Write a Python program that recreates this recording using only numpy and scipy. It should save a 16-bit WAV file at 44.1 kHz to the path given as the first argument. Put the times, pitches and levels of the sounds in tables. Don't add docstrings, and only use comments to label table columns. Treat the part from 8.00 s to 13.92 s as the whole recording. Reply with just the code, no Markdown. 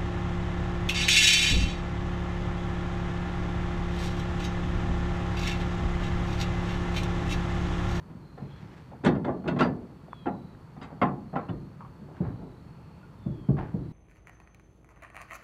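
import sys
import numpy as np
from scipy import signal
from scipy.fft import rfft, irfft
from scipy.io import wavfile
from scipy.ndimage import uniform_filter1d

SR = 44100
rng = np.random.default_rng(int(sys.argv[2]) if len(sys.argv) > 2 else 0)


def generate_wav(signal):
    frames = np.transpose(np.atleast_2d(signal))
    scaled = np.clip(frames, -1, 1) * 32767
    pcm = np.round(scaled).astype(np.int16)
    wavfile.write(sys.argv[1], SR, pcm)


N = 261098
BANDS_HZ = np.geomspace(40, 16000, 22)


# t/s, level/dB, weight on the board/dB, brightness/(dB/octave), favoured mode f/Hz
BLOWS = [(0.097, -43, 2, -2.5, 165), (0.374, -34, -8, -3, 724), (0.913, -33.5, -12, -6, 812),
         (1.034, -28.5, 4, 1, 133), (1.044, -17.5, -3, 4, 400), (1.059, -16, 3.5, 4.5, 352),
         (1.082, -20, -3, -5.5, 353), (1.147, -26.5, -2, -2, 214), (1.244, -22, -3, -.5, 171),
         (1.276, -16.5, -4, -7, 818), (1.437, -33, 3, -2.5, 203), (1.455, -24.5, -3, -5.5, 259),
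         (1.474, -21.5, 2, 4.5, 670), (1.519, -32, 8, -5.5, 163), (1.56, -24.5, 1.5, -1.5, 145),
         (1.587, -19.5, -1.5, 5.5, 1257), (1.604, -13, -6, 3, 1330), (1.628, -21, -5, 1, 570.5),
         (1.645, -22.5, -1, -1, 254), (2.256, -29, 1, -1, 829), (2.265, -21.5, -3, -3.5, 703),
         (2.763, -42, 1, -2.5, 324), (2.811, -41.5, 0, 7, 751), (2.825, -48, 7, 10.5, 2020),
         (2.911, -37.5, 0, -6.5, 324), (3.014, -18, -1, 1.5, 1107), (3.021, -14.5, -10, -2, 1060),
         (3.328, -29, -1, -7, 650), (3.355, -20, -7.5, -2, 799), (3.485, -34.5, 3.5, 1.5, 190)]
# f/Hz, level/dB
NEAR_FORCE = [(220, -1), (400, 2.5), (680, 0), (1100, -4), (1650, -7), (2300, -18.5), (3300, -24.5),
              (5000, -31), (9000, -31.5)]
FAR_FORCE = [(130, -1), (240, 1.5), (400, -1), (680, 2), (1100, 2), (1650, -5.5), (2600, -17), (4000, -32),
             (9000, -35)]
# f/Hz, share
WEIGHT_SHARE = [(220, 1), (680, 0)]
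# f/Hz, level/dB, unloaded T60/s
STAND_MODES = [(166.7, -8, 0.54), (248.9, 3.5, 0.21), (317, -27, 0.75), (353, -5.5, 0.25), (422, -16, 0.49),
               (557, -26.5, 0.12), (712, -17, 0.38), (820, -17.5, 0.1), (843, -25, 0.14),
               (1039, -20.5, .25), (1346, -7.5, 0.1), (1620, -13.5, 0.15), (1750, -16, 0.33),
               (2146, -10, 0.11), (2640, -22, 0.059), (2800, -11, 0.052), (3270, -8, .15),
               (3400, -12, 0.12), (3600, -9, 0.2), (4720, -14.5, 0.11), (6300, -29, 0.16),
               (6980, -15.5, 0.11)]
# f/Hz, band level/dB
PANEL_BANDS = [(45, -26), (80, -20), (120, -12.5), (170, -2), (260, -6), (450, -13.5), (800, -8.5),
               (1400, -11), (2400, -6.5), (3500, -2), (5200, -12), (8000, -19), (12000, -34.5),
               (15000, -42)]
# f/Hz, level/dB
FAVOURED_GAIN = [(200, -2), (730, -2.5), (1900, -9.5)]

def stands(far_from_s=2.0, load_t60_scale=.86, chatter_hz=130, chatter_s=.12):
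    out, t = np.zeros(N), clock(1)
    octaves = np.log2(np.clip(BANDS_HZ, 687, 4000) / 687)
    for s, level, weight, bright, favoured_hz in BLOWS:
        contact, quickest_s = (NEAR_FORCE, .003) if s < far_from_s else (FAR_FORCE, .0018)
        force_db = level + read(contact, BANDS_HZ) + bright * octaves
        force_db += weight * read(WEIGHT_SHARE, BANDS_HZ)
        drive = list(zip(BANDS_HZ, force_db - 5.5))
        rise = quickest_s + .0005 * max(-bright, 0) + .0003 * max(bright, 0)
        chatter_db = hiss(len(t), 0, chatter_hz) * np.exp(-t / chatter_s)
        panels = dense_modes(force_db + read(PANEL_BANDS, BANDS_HZ), rise, load_t60_scale, early_t60=.1)
        add(out, s, amp(chatter_db - 4.5) * panels)
        for k, (hz, db, t60) in enumerate(STAND_MODES):
            add(out, s, mode(hz, db + read(drive, hz), t60 * load_t60_scale, rise, turns=k / 2))
        favoured_db = read(FAVOURED_GAIN, favoured_hz) + read(drive, favoured_hz)
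        add(out, s, mode(favoured_hz, favoured_db, .21 * load_t60_scale, rise, turns=1 / 4))
    return out


def mode(hz, db, t60, rise, turns):
    t = clock(1)
    swell = 1 - np.exp(-(t / (rise + 1 / hz)) ** 2)
    return swell * amp(db - 60 * t / t60) * np.sin(2 * np.pi * (hz * t + turns))


# f/Hz, unscaled T60/s
RING_DECAY = [(100, 0.72), (260, 0.83), (700, 0.48), (1840, 0.25), (4850, 0.18), (12000, 0.26)]

def dense_modes(levels_db, rise, t60_scale, early_t60, early_db=2, uneven_db=5, cluster_hz=70):
    t, bins, hz = clock(1), SR // 2, BANDS_HZ[:, None]
    index = np.arange(len(BANDS_HZ))
    place = np.interp(np.log(np.arange(bins) + 1), np.log(BANDS_HZ), index)
    band_share = np.maximum(1 - abs(place - index[:, None]), 0)
    clusters = unit(uniform_filter1d(rng.standard_normal(bins), cluster_hz))
    clusters *= np.minimum(np.arange(bins) / 1000, 1)
    spectrum = amp(uneven_db * clusters) * np.exp(2j * np.pi * rng.random(bins))
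    swell = 1 - np.exp(-(t / (rise + .58 / hz)) ** 2)
    ring = amp(-60 * t / (t60_scale * read(RING_DECAY, hz)))
    burst = amp(early_db - 60 * t / early_t60)
    envelope = swell * (ring + burst) / (1 + amp(early_db))
    bands = irfft(np.sqrt(band_share) * spectrum, SR) * envelope
    bands *= np.sqrt((envelope ** 2).sum(1) / (bands ** 2).sum(1))[:, None]
    return amp(levels_db) @ bands


# t/s, level/dB
BOARD_THUDS = [(0.150, -35.5), (0.418, -29.5), (0.626, -32.5), (1.063, -24.5), (3.492, -21.5), (4.016, -34),
               (4.2037, -16.5), (5.2612, -20), (5.4871, -11.5), (5.741, -18.5)]
# f/Hz, band level/dB
THUD_BANDS = [(45, -9.5), (75, -14), (140, 1.5), (220, -11), (320, -5.5), (480, -17), (800, -25),
              (1500, -41.5), (4000, -71)]

def board(swing_hz=(113, 215), lowest_hz=146, lowest_t60=.67, echo_s=.028, echo_db=-15):
    out, t = np.zeros(N), clock(.88)
    bending = signal.butter(3, swing_hz, "band", fs=SR, output="sos")
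    swing = signal.sosfilt(bending, signal.unit_impulse(len(t)))
    swing /= abs(swing).max()
    hum = amp(-19 - 60 * t / lowest_t60) * np.sin(2 * np.pi * lowest_hz * t)
    hum *= 1 - np.exp(-t * lowest_hz / 2)
    for s, db in BOARD_THUDS:
        add(out, s, tick(db - 28, hz=740, t60=.06))
        add(out, s, amp(db) * (swing + hum))
        add(out, s + echo_s, amp(db + echo_db) * swing)
        drone_db = db - 9 + read(THUD_BANDS, BANDS_HZ)
        add(out, s + .00411, dense_modes(drone_db, rise=.0028, t60_scale=.92, early_t60=.054))
    return out


# t/s, f/Hz, level/dB, T60/s
STEEL_PINGS = [(1.48, 2676, -37.5, .14), (1.612, 1338, -21, .12), (1.628, 4730, -43, .15),
               (2.814, 4900, -59, .18), (2.823, 3830, -53, .12), (3.016, 2130, -25.5, .05),
               (3.359, 1340, -33, .2), (3.491, 2950, -45.5, .05), (3.494, 3480, -56, .12),
               (5.030, 1430, -52, .13)]
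# t/s, level/dB, f/Hz, T60/s
GRIT_TICKS = [(1.048, -49, 7400, .11), (2.082, -46.5, 645, 0.06), (2.131, -29, 1060, 0.009),
              (2.549, -49, 1490, 0.018), (2.826, -66, 7000, .13), (3.807, -41.5, 1044, 0.13),
              (3.848, -46, 1100, 0.12)]

def small_parts(contact_s=.0008):
    out, t = np.zeros(N), clock(.42)
    onset = 1 - np.exp(-(t / contact_s) ** 2)
    for s, hz, db, t60 in STEEL_PINGS:
        add(out, s, onset * amp(db - 60 * t / t60) * np.sin(2 * np.pi * hz * t))
    for s, db, hz, t60 in GRIT_TICKS:
        add(out, s, tick(db, hz, t60))
    return out


def tick(db, hz, t60, snap_db=-16, snap_width_hz=1700, contact_s=.00038):
    t = clock(.42)
    burst = hiss(len(t), hz, hz / 4) + amp(snap_db) * hiss(len(t), hz, snap_width_hz)
    onset = 1 - np.exp(-(t / contact_s) ** 2)
    return onset * amp(db - 60 * t / t60) * burst


# t/s, rise/s, level/dB, tilt/(dB/octave)
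PUSHES = [(0.361, 0.27, -59.5, 7.5), (0.601, 0.18, -60, 8.5), (2.779, 0.1, -51, -3.5),
          (3.369, .03, -46.5, -1.5), (4.07, 0.031, -49, -11), (4.144, .02, -54, 2.5),
          (4.211, 0.05, -46, -3), (4.39, 0.039, -42, -17), (5.566, 0.024, -38.5, -1)]
# f/Hz, relative spectral level/dB
FRICTION_SPECTRUM = [(210, -24), (350, -9), (457, -7.5), (499, -10.5), (850, -0.5), (986, -6), (1810, -13),
                     (3410, -30.5), (12000, -64), (15600, -80), (22000, -120)]

def scuffs(slips_per_s=3000, uneven_db=.5):
    out, t, hz = np.zeros(N), clock(1), np.fft.rfftfreq(SR, 1 / SR)
    for s, rise, db, tilt in PUSHES:
        slips = rng.standard_normal(SR) * amp(uneven_db * np.minimum(rng.exponential(1, SR), 4))
        slips *= rng.random(SR) < slips_per_s / SR
        colour_db = read(FRICTION_SPECTRUM, hz) + tilt * np.log2(np.clip(hz, 200, 6000))
        rub = unit(irfft(rfft(slips) * amp(colour_db), SR))
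        fade_s = .057 + .22 * rise
        envelope = np.minimum(t / rise, 1) ** .39 * np.exp(-np.maximum(t - rise, 0) / fade_s)
        add(out, s, amp(db) * rub * envelope)
    return out


# start t/s, end t/s, first f/Hz, last f/Hz, level/dB, phase blur/rad
BIRD_WHISTLES = [(0.45, 0.627, 3270, 3380, -66, 1.8), (2.08, 2.285, 3500, 3175, -62.5, .55),
                 (5.13, 5.56, 3700, 3030, -70.5, 1.2)]

def bird(blur_hz=110, lower_ratio=.76, lower_db=-11, flutter_hz=25):
    out = np.zeros(N)
    for start, end, first_hz, last_hz, db, blur in BIRD_WHISTLES:
        size = len(clock(end - start))
        phase = 2 * np.pi * np.cumsum(np.linspace(first_hz, last_hz, size)) / SR
        upper = np.sin(phase + blur * hiss(size, 0, blur_hz))
        lower = np.sin(lower_ratio * phase + blur * hiss(size, 0, blur_hz))
        swell = np.sin(np.pi * np.linspace(0, 1, size) ** 1.2)
        flutter = amp(2 * blur * hiss(size, 0, flutter_hz))
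        add(out, start, amp(db) * swell * unit(flutter * (upper + amp(lower_db) * lower)))
    return out


# t/s, f/Hz, level/dB
INSECT_TRILLS = [(0.18, 4140, -73.5), (1.3, 4280, -77), (2.12, 3950, -74), (3.23, 4180, -76.5),
                 (4.17, 3950, -78), (4.53, 4290, -80), (5.76, 3950, -78)]

def insects(trill_s=.48, pulse_hz=39.5, blur_rad=1.1):
    out = amp(-79) * hiss(N, hz=4420, width_hz=230)
    t = clock(trill_s)
    wings = 1 + .62 * np.cos(2 * np.pi * pulse_hz * t)
    swell = signal.windows.tukey(len(t), .3)
    for s, hz, db in INSECT_TRILLS:
        tone = np.sin(2 * np.pi * hz * t + blur_rad * hiss(len(t), 0, width_hz=100))
        add(out, s, amp(db) * unit(wings * tone) * swell)
    add(out, 4.63, amp(-75.5) * hiss(len(t), hz=2605, width_hz=300) * swell)
    return out


# f/Hz, relative spectral level/dB
AIR_SPECTRUM = [(15, -36.5), (25, -5.5), (129, 0.5), (761, -21), (870, -16.5), (995, -18.5), (1370, -22),
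                (1490, -26), (3620, -38.5), (4370, -40.5), (5130, -43), (15500, -53)]

def air(level_db=-47.5, cavity_hz=158, cavity_width_hz=32, cavity_db=5):
    hz = np.fft.rfftfreq(N, 1 / SR)
    colour_db = read(AIR_SPECTRUM, hz) + cavity_db * np.exp(-((hz - cavity_hz) / cavity_width_hz) ** 2)
    return amp(level_db) * unit(irfft(rfft(rng.standard_normal(N)) * amp(colour_db), N))


def hiss(size, hz, width_hz):
    f = np.fft.rfftfreq(size, 1 / SR)
    band = np.exp(-((f - hz) / width_hz) ** 2)
    return unit(irfft(rfft(rng.standard_normal(size)) * band, size))


def amp(db):
    return 10 ** (np.asarray(db) / 20)


def unit(x):
    return x / np.sqrt(np.mean(x ** 2) + 1e-20)


def read(points, hz):
    f, value = np.transpose(points)
    return np.interp(np.log(hz + 1), np.log(f + 1), value)


def clock(length_s):
    return np.arange(int(length_s * SR)) / SR


def add(mix, s, sound):
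    part = mix[max(round(s * SR), 0):][:len(sound)]
    part += sound[:len(part)]


def scene():
    return (stands() + board() + small_parts() + scuffs() + bird() + insects() + air())[None]


def record(dry, low_cut_hz=41, high_cut_hz=15200):
    thin = signal.sosfilt(signal.butter(4, low_cut_hz, "high", fs=SR, output="sos"), dry)
    thin *= signal.windows.tukey(N, .001)
    low_pass = signal.firwin(511, high_cut_hz, window=("kaiser", 9), fs=SR)
    return signal.oaconvolve(thin, low_pass[None], "same")


dry = scene()
out = record(dry)
generate_wav(out)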